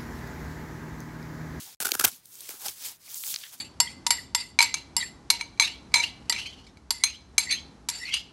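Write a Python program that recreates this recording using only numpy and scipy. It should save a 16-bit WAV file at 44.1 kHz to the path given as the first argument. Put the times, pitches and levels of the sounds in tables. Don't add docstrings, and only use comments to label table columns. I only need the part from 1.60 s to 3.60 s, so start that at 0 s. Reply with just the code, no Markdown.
import sys
import numpy as np
from scipy import signal
from scipy.io import wavfile
from scipy.ndimage import uniform_filter1d

SR = 44100
rng = np.random.default_rng(int(sys.argv[2]) if len(sys.argv) > 2 else 0)


def file_out(sig):
    cols = np.atleast_2d(sig).T
    lim = np.clip(cols, -1, 1)
    pcm = np.round(lim * 32767).astype(np.int16)
    wavfile.write(sys.argv[1], SR, pcm)


def volts_from_decibels(level):
    exponent = np.asarray(level, float) / 20
    return 10 ** exponent


N = 88200


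def evened(x):
    return x / np.sqrt(np.mean(x ** 2) + 1e-20)


def colour(x, points):
    point_hz, point_db = np.transpose(points)
    hz = np.minimum(abs(np.fft.fftfreq(4096, 1 / SR)), 15200)
    log_gain = np.log(volts_from_decibels(np.interp(np.log(hz + 1), np.log(point_hz), point_db)))
    phase = -signal.hilbert(log_gain).imag
    taps = np.fft.ifft(np.exp(log_gain + 1j * phase)).real
    if abs(taps[1]) <= abs(taps[-1]):
        taps = np.roll(taps[::-1], 1)
    taps = taps[:2048]
    return signal.oaconvolve(x, taps / np.linalg.norm(taps))[:len(x)]


def resonate(x, hz, width):
    r = np.exp(-np.pi * width / SR)
    gain = np.sqrt((1 - r * r) / 2)
    poles = [1, -2 * r * np.cos(2 * np.pi * hz / SR), r * r]
    return signal.lfilter([gain, 0, -gain], poles, x)


def resonate_twice(x, hz, width):
    once = resonate(x, hz, width)
    return resonate(once, hz, width) * np.sqrt(np.pi * width / SR)


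def grains(per_s, spread_db):
    breaks = rng.random(N) < per_s / SR
    size_db = spread_db * np.minimum(rng.exponential(1, N), 4)
    return evened(breaks * rng.standard_normal(N) * volts_from_decibels(size_db))


def swell(t, centre, half):
    return np.exp(-abs((t - centre) / half) ** 1.52)


# frequency in Hz, level in dB.
ROOM_COLOUR = [(25, 0), (60, -9), (120, -5.5), (250, -10.5), (600, -16.5), (2000, -16), (15000, -36)]


def room():
    return volts_from_decibels(-66.5) * colour(rng.standard_normal(N), ROOM_COLOUR)


# start in seconds, level in dB, dullness from 0 to 1.
EARLY_RUB = [
    (0.0, -42.5, 1),
    (0.018, -43, 0.6),
    (0.148, -52, 1),
]
# start in seconds, level in dB, dullness from 0 to 1.
STROKES = [
    [(.5, -44.5, 0.97), (.554, -49, 0.63), (.625, -65.5, 0.86)],
    [(.665, -56.5, 0), (.76, -48, 0.38), (.88, -45.5, 0.76), (.99, -50, 0.12), (1.06, -38.5, 0.6),
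     (1.12, -44, 0.8), (1.15, -50.5, 0.46)],
    [(1.2, -45, 0.85), (1.255, -35.5, 0.73), (1.32, -47, 0.7), (1.365, -56.5, 0.7), (1.385, -65.5, 0)],
    [(1.43, -56.5, 1), (1.48, -48, 0.72), (1.58, -36.5, 0.01), (1.625, -39, 0.04), (1.67, -33, 0.17),
     (1.725, -33, 0.03), (1.755, -44, 0.86)],
    [(1.775, -46.5, 0.99), (1.84, -45, 0.77), (1.9, -50.5, 0.78), (1.97, -57, 1), (2.0, -53, 0.7)],
]
# frequency in Hz, level in dB.
POWDER_COLOUR = [(600, -37), (1500, -33.5), (3000, -12.5), (5350, -3.5), (11900, -1.5), (15200, -1.5)]
# frequency in Hz, level in dB.
LUMP_COLOUR = [(300, -19), (1500, -12.5), (2570, -9.5), (3300, -5.5), (4800, -3.5), (14900, -11)]


def rubbing():
    under_crunches = [(0.2, -45.5, 0.17), (0.49, -45.5, 0.18)]
    start, level_db, dullness = np.array(EARLY_RUB + under_crunches + sum(STROKES, [])).T
    t = np.arange(N) / SR
    dull = np.clip(np.interp(t, start, dullness), 0, 1)
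    clump_s, clump_db = 0.013, 1
    clump = evened(uniform_filter1d(rng.standard_normal(N), int(clump_s * SR)))
    pressure = volts_from_decibels(np.interp(t, start, level_db) + clump_db * clump)
    crumbs = pressure * grains(20000, -3.5)
    powder = colour(crumbs * np.sqrt(1 - dull), POWDER_COLOUR)
    lumps = colour(crumbs * np.sqrt(dull), LUMP_COLOUR)
    spectrum = signal.stft(powder + lumps, nperseg=256)[2]
    patches = uniform_filter1d(rng.standard_normal(spectrum.T.shape), size=8, axis=0)
    patches = evened(uniform_filter1d(patches, size=5, axis=1)).T
    return signal.istft(spectrum * volts_from_decibels(1.48 * patches), nperseg=256)[1][:N]


# centre in seconds, half length in seconds, pitch in Hz, level in dB.
LUMP_CREAKS = [(0.024, 0.021, 307, -61), (.076, 0.03, 824, -56), (0.524, .031, 233, -61),
               (.81, 0.059, 394, -65.5), (1.029, 0.023, 911, -49.5), (1.062, .014, 800, -45),
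               (1.063, 0.011, 5070, -35), (1.087, 0.012, 426, -50), (1.258, 0.033, 497, -62),
               (1.291, 0.046, 900, -60.5), (1.478, 0.0073, 800, -59.5), (1.482, 0.0069, 2150, -52.5),
               (1.711, 0.029, 3360, -41), (1.815, .005, 3500, -44), (1.837, 0.0081, 3160, -39.5),
               (1.838, .0046, 1860, -43.5), (1.86, .017, 1850, -48.5), (1.861, 0.014, 3420, -47.5),
               (1.949, 0.021, 795, -57), (1.97, 0.026, 231, -65)]


def creaks():
    t, out = np.arange(N) / SR, np.zeros(N)
    slips = grains(4100, 0.87)
    for centre, half, hz, db in LUMP_CREAKS:
        out += volts_from_decibels(db) * swell(t, centre, half) * resonate_twice(slips, hz, 0.39 * hz)
    return out


# start in seconds, starting pitch in Hz, peak in dB.
JOLTS = [(0.206, 330, -43), (.256, 398, -39.5), (0.275, 410, -43), (.3205, 546, -31.5), (0.353, 467, -34.5),
         (.400, 360, -40), (0.41, 456, -38), (0.359, 153, -51.5), (0.407, 153, -46), (0.443, 400, -40),
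         (0.458, 152, -39), (.892, 540, -42.5), (.94, 475, -47), (1.06, 260, -49), (1.087, 248, -54),
         (1.097, 109, -59), (1.68, 172.1, -56.5), (1.728, 224, -57)]


def thuds():
    out, t = np.zeros(N), np.arange(3000) / SR
    turns_to_peak, sag = 0.65, 0.25
    for start, hz, db in JOLTS:
        age = t * hz / turns_to_peak
        turns = turns_to_peak * np.log1p(sag * age) / sag
        envelope = np.e * age * np.exp(-age)
        out[round(start * SR):][:3000] += volts_from_decibels(db) * envelope * np.sin(2 * np.pi * turns)
    return out


# start in seconds, peak in dB, ring in Hz, crack level in dB.
SNAPS = [(.3185, -2, 3200, 3), (.4512, -9, 3300, 0), (.4778, -16, 9000, 0), (.5174, -29, 11000, 0),
         (.6563, -30, 7000, 8), (.6584, -30, 13000, 2), (.7224, -35, 7000, 6), (.7545, -27, 7500, 6),
         (.8068, -23, 6700, 6), (.8081, -26, 12000, 2), (.8101, -27, 13000, 2), (.861, -31, 5400, 8),
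         (.891, -28, 5000, 4), (.9005, -28, 4900, -6), (.9984, -31, 9000, 4), (1.0838, -13, 5300, -2),
         (1.0849, -21, 3300, -4), (1.5442, -17, 6500, 5), (1.579, -25, 7000, -2), (1.6375, -18, 3300, 6),
         (1.6383, -24, 1800, 8), (1.666, -21, 2400, 14), (1.6675, -24, 9000, 2), (1.677, -24, 7000, 2),
         (1.7125, -25, 4000, 0), (1.7232, -23, 9000, 2), (1.7417, -11.5, 4000, -6), (1.7453, -18, 3800, -6),
         (1.7606, -17, 4300, -9), (1.7618, -16, 3600, -10), (1.788, -29, 4500, -2), (1.8135, -34, 3500, 0),
         (1.8215, -35, 6000, 0), (1.835, -31, 3300, -8), (1.8375, -32, 2500, -8), (1.8393, -32, 3200, -8),
         (1.894, -41, 10800, 0)]


def ticks():
    length = 1000
    out, t = np.zeros(N + length), np.arange(length) / SR
    burst_t60, dust_t60, dust_db = 0.0018, 0.012, -22
    decay = volts_from_decibels(-60 * t / burst_t60) + volts_from_decibels(dust_db - 60 * t / dust_t60)
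    for start, db, hz, crack_db in SNAPS:
        snap = (t == 0) + 0.42 * rng.standard_normal(length) * decay
        ring = volts_from_decibels(8) * resonate_twice(snap, hz, 0.95 * hz)
        crack = volts_from_decibels(crack_db) * np.diff(snap, 2, prepend=[0, 0]) / 4
        tick = crack + ring
        out[round(start * SR):][:length] -= volts_from_decibels(db) * tick / abs(tick).max()
    return out[:N]


# centre in seconds, half length in seconds, start in Hz, end in Hz, peak in dB.
BODY_RINGS = [(0.2, 0.0027, 1389, 1520, -26), (0.2216, 0.0013, 1450, 1470, -29.5),
              (0.2558, 0.0029, 1504, 1405, -22), (0.261, 0.0018, 1450, 1430, -38),
              (0.27, 0.0029, 1560, 1460, -28), (0.2895, 0.0016, 1500, 1390, -24.5),
              (0.342, 0.0022, 1300, 1400, -36), (.3535, 0.0023, 1337, 1510, -31),
              (0.378, 0.0012, 1500, 1500, -39), (.398, 0.0016, 1450, 1290, -25),
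              (.4127, 0.004, 1205, 1700, -23), (0.427, 0.0022, 1424, 1480, -37.5),
              (.4446, 0.0033, 1690, 1490, -23.5), (.470, 0.0028, 1450, 1400, -37),
              (0.483, 0.0035, 1267, 1460, -38), (.9405, 0.0011, 1484, 1100, -44),
              (.893, 0.0019, 900, 454, -41.5), (1.065, 0.0097, 827, 778, -42.5),
              (.323, .002, 600, 424, -30.5)]


def rings():
    t, out = np.arange(N) / SR, np.zeros(N)
    for centre, half, from_hz, to_hz, db in BODY_RINGS:
        progress = np.clip((t - centre + half) / (2 * half), 0, 1)
        hz = from_hz + (to_hz - from_hz) * progress
        turns = np.cumsum(hz) / SR + rng.random()
        out += volts_from_decibels(db) * swell(t, centre, half) * np.sin(2 * np.pi * turns)
    return out


# centre in seconds, half length in seconds, level in dB, body ring in dB.
COLLAPSES = [(0.201, 0.0049, -23.5, -2.5), (0.217, 0.014, -28.5, -6), (0.226, 0.0015, -22, -6),
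             (0.233, 0.0026, -29, 0), (0.249, 0.003, -31.5, 5), (.255, 0.0048, -21, -6),
             (0.263, 0.0021, -32, 2.5), (0.27, 0.0037, -24.5, -3), (.283, 0.0063, -32.5, -17),
             (0.291, 0.004, -30, 2), (0.31, 0.006, -35, -2), (0.3196, 0.0014, -19, -19),
             (.334, 0.0013, -36, 0), (0.341, 0.0044, -28, -3.5), (0.352, 0.003, -22.5, -5.5),
             (0.372, 0.019, -46, 2.5), (.398, 0.0034, -17.5, -5.5), (0.412, 0.0032, -22.5, 2.5),
             (0.42, 0.021, -35.5, -6), (0.4424, 0.0022, -18, 4), (0.4449, 0.0036, -17, -12),
             (0.4508, 0.0039, -7, -22), (0.4565, 0.00076, -19.5, 0), (0.467, 0.0064, -30, 5),
             (0.48, 0.012, -29.5, -6.5), (0.889, 0.0025, -45, -17.5), (0.8924, 0.0029, -34, -3),
             (0.9028, 0.00095, -33.5, -2), (0.907, 0.0047, -36.5, -8), (0.941, .0012, -47, 1),
             (0.917, 0.012, -42, -1.5), (0.955, 0.023, -47, -2), (1.026, 0.035, -43, -7),
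             (1.063, .012, -31, -7), (1.091, 0.011, -35.5, -30), (1.938, 0.017, -43, -8.5)]
# frequency in Hz, level in dB.
CRUNCH_COLOUR = [(300, -13), (900, -4), (1500, -8), (2100, -4.5), (3000, -3.5), (5000, -2), (12700, 1),
                 (15200, -5)]
# frequency in Hz, width in Hz, level in dB.
BODY_MODES = [(1376, 430, -8.5), (1520, 230, -10.5), (815, 250, -14.5), (379, 220, -16.5)]


def crunches():
    t = np.arange(N) / SR
    air_power, body_power = np.zeros(N), np.zeros(N)
    for centre, half, db, body_db in COLLAPSES:
        power = (volts_from_decibels(db) * swell(t, centre, half)) ** 2
        air_power += power
        body_power += power * volts_from_decibels(2 * body_db)
    per_s, spread_db = 16000, 2.13
    clump = evened(uniform_filter1d(rng.standard_normal(N), size=60))
    cells = volts_from_decibels(1.2 * clump) * grains(per_s, spread_db)
    out = colour(np.sqrt(air_power) * cells, CRUNCH_COLOUR)
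    push = np.sqrt(body_power) * grains(per_s, spread_db)
    for hz, width, db in BODY_MODES:
        out += volts_from_decibels(db) * resonate_twice(push, hz, width)
    return out


def scene():
    foam = crunches() + ticks() + rubbing() + thuds() + creaks() + rings()
    echo_t60 = 0.017
    tail = rng.standard_normal(4000) * volts_from_decibels(-60 * np.arange(4000) / SR / echo_t60)
    echo = signal.oaconvolve(foam, tail / np.linalg.norm(tail))[:N]
    return (foam + volts_from_decibels(-21) * echo + room())[None]


# its start in seconds, its end in seconds.
SILENCE = (.1487, .2030)


def band_limit(x):
    return signal.sosfilt(signal.butter(12, 17100, fs=SR, output="sos"), x)


def record(dry):
    t = np.arange(N) / SR
    start, end = SILENCE
    fade_s = 0.013
    remains = volts_from_decibels(-24 - 8 * (t - start) / fade_s) * (t < start + fade_s)
    gate = np.where((t > start) & (t < end), remains, 1)
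    limit = 0.75
    x = limit * np.tanh(dry * gate / limit)
    low_cut = signal.butter(3, 55.5, "high", fs=SR, output="sos")
    x = signal.sosfilt(low_cut, x)
    x = x + volts_from_decibels(-80) * rng.standard_normal(N) * np.exp(-((t - 0.1695) / 0.00069) ** 2)
    high_cut = signal.firwin(601, 15850, window=("kaiser", 8), fs=SR)
    mix = signal.oaconvolve(x, high_cut[None], "same")
    return band_limit(mix)


dry = scene()
out = record(dry)
file_out(out)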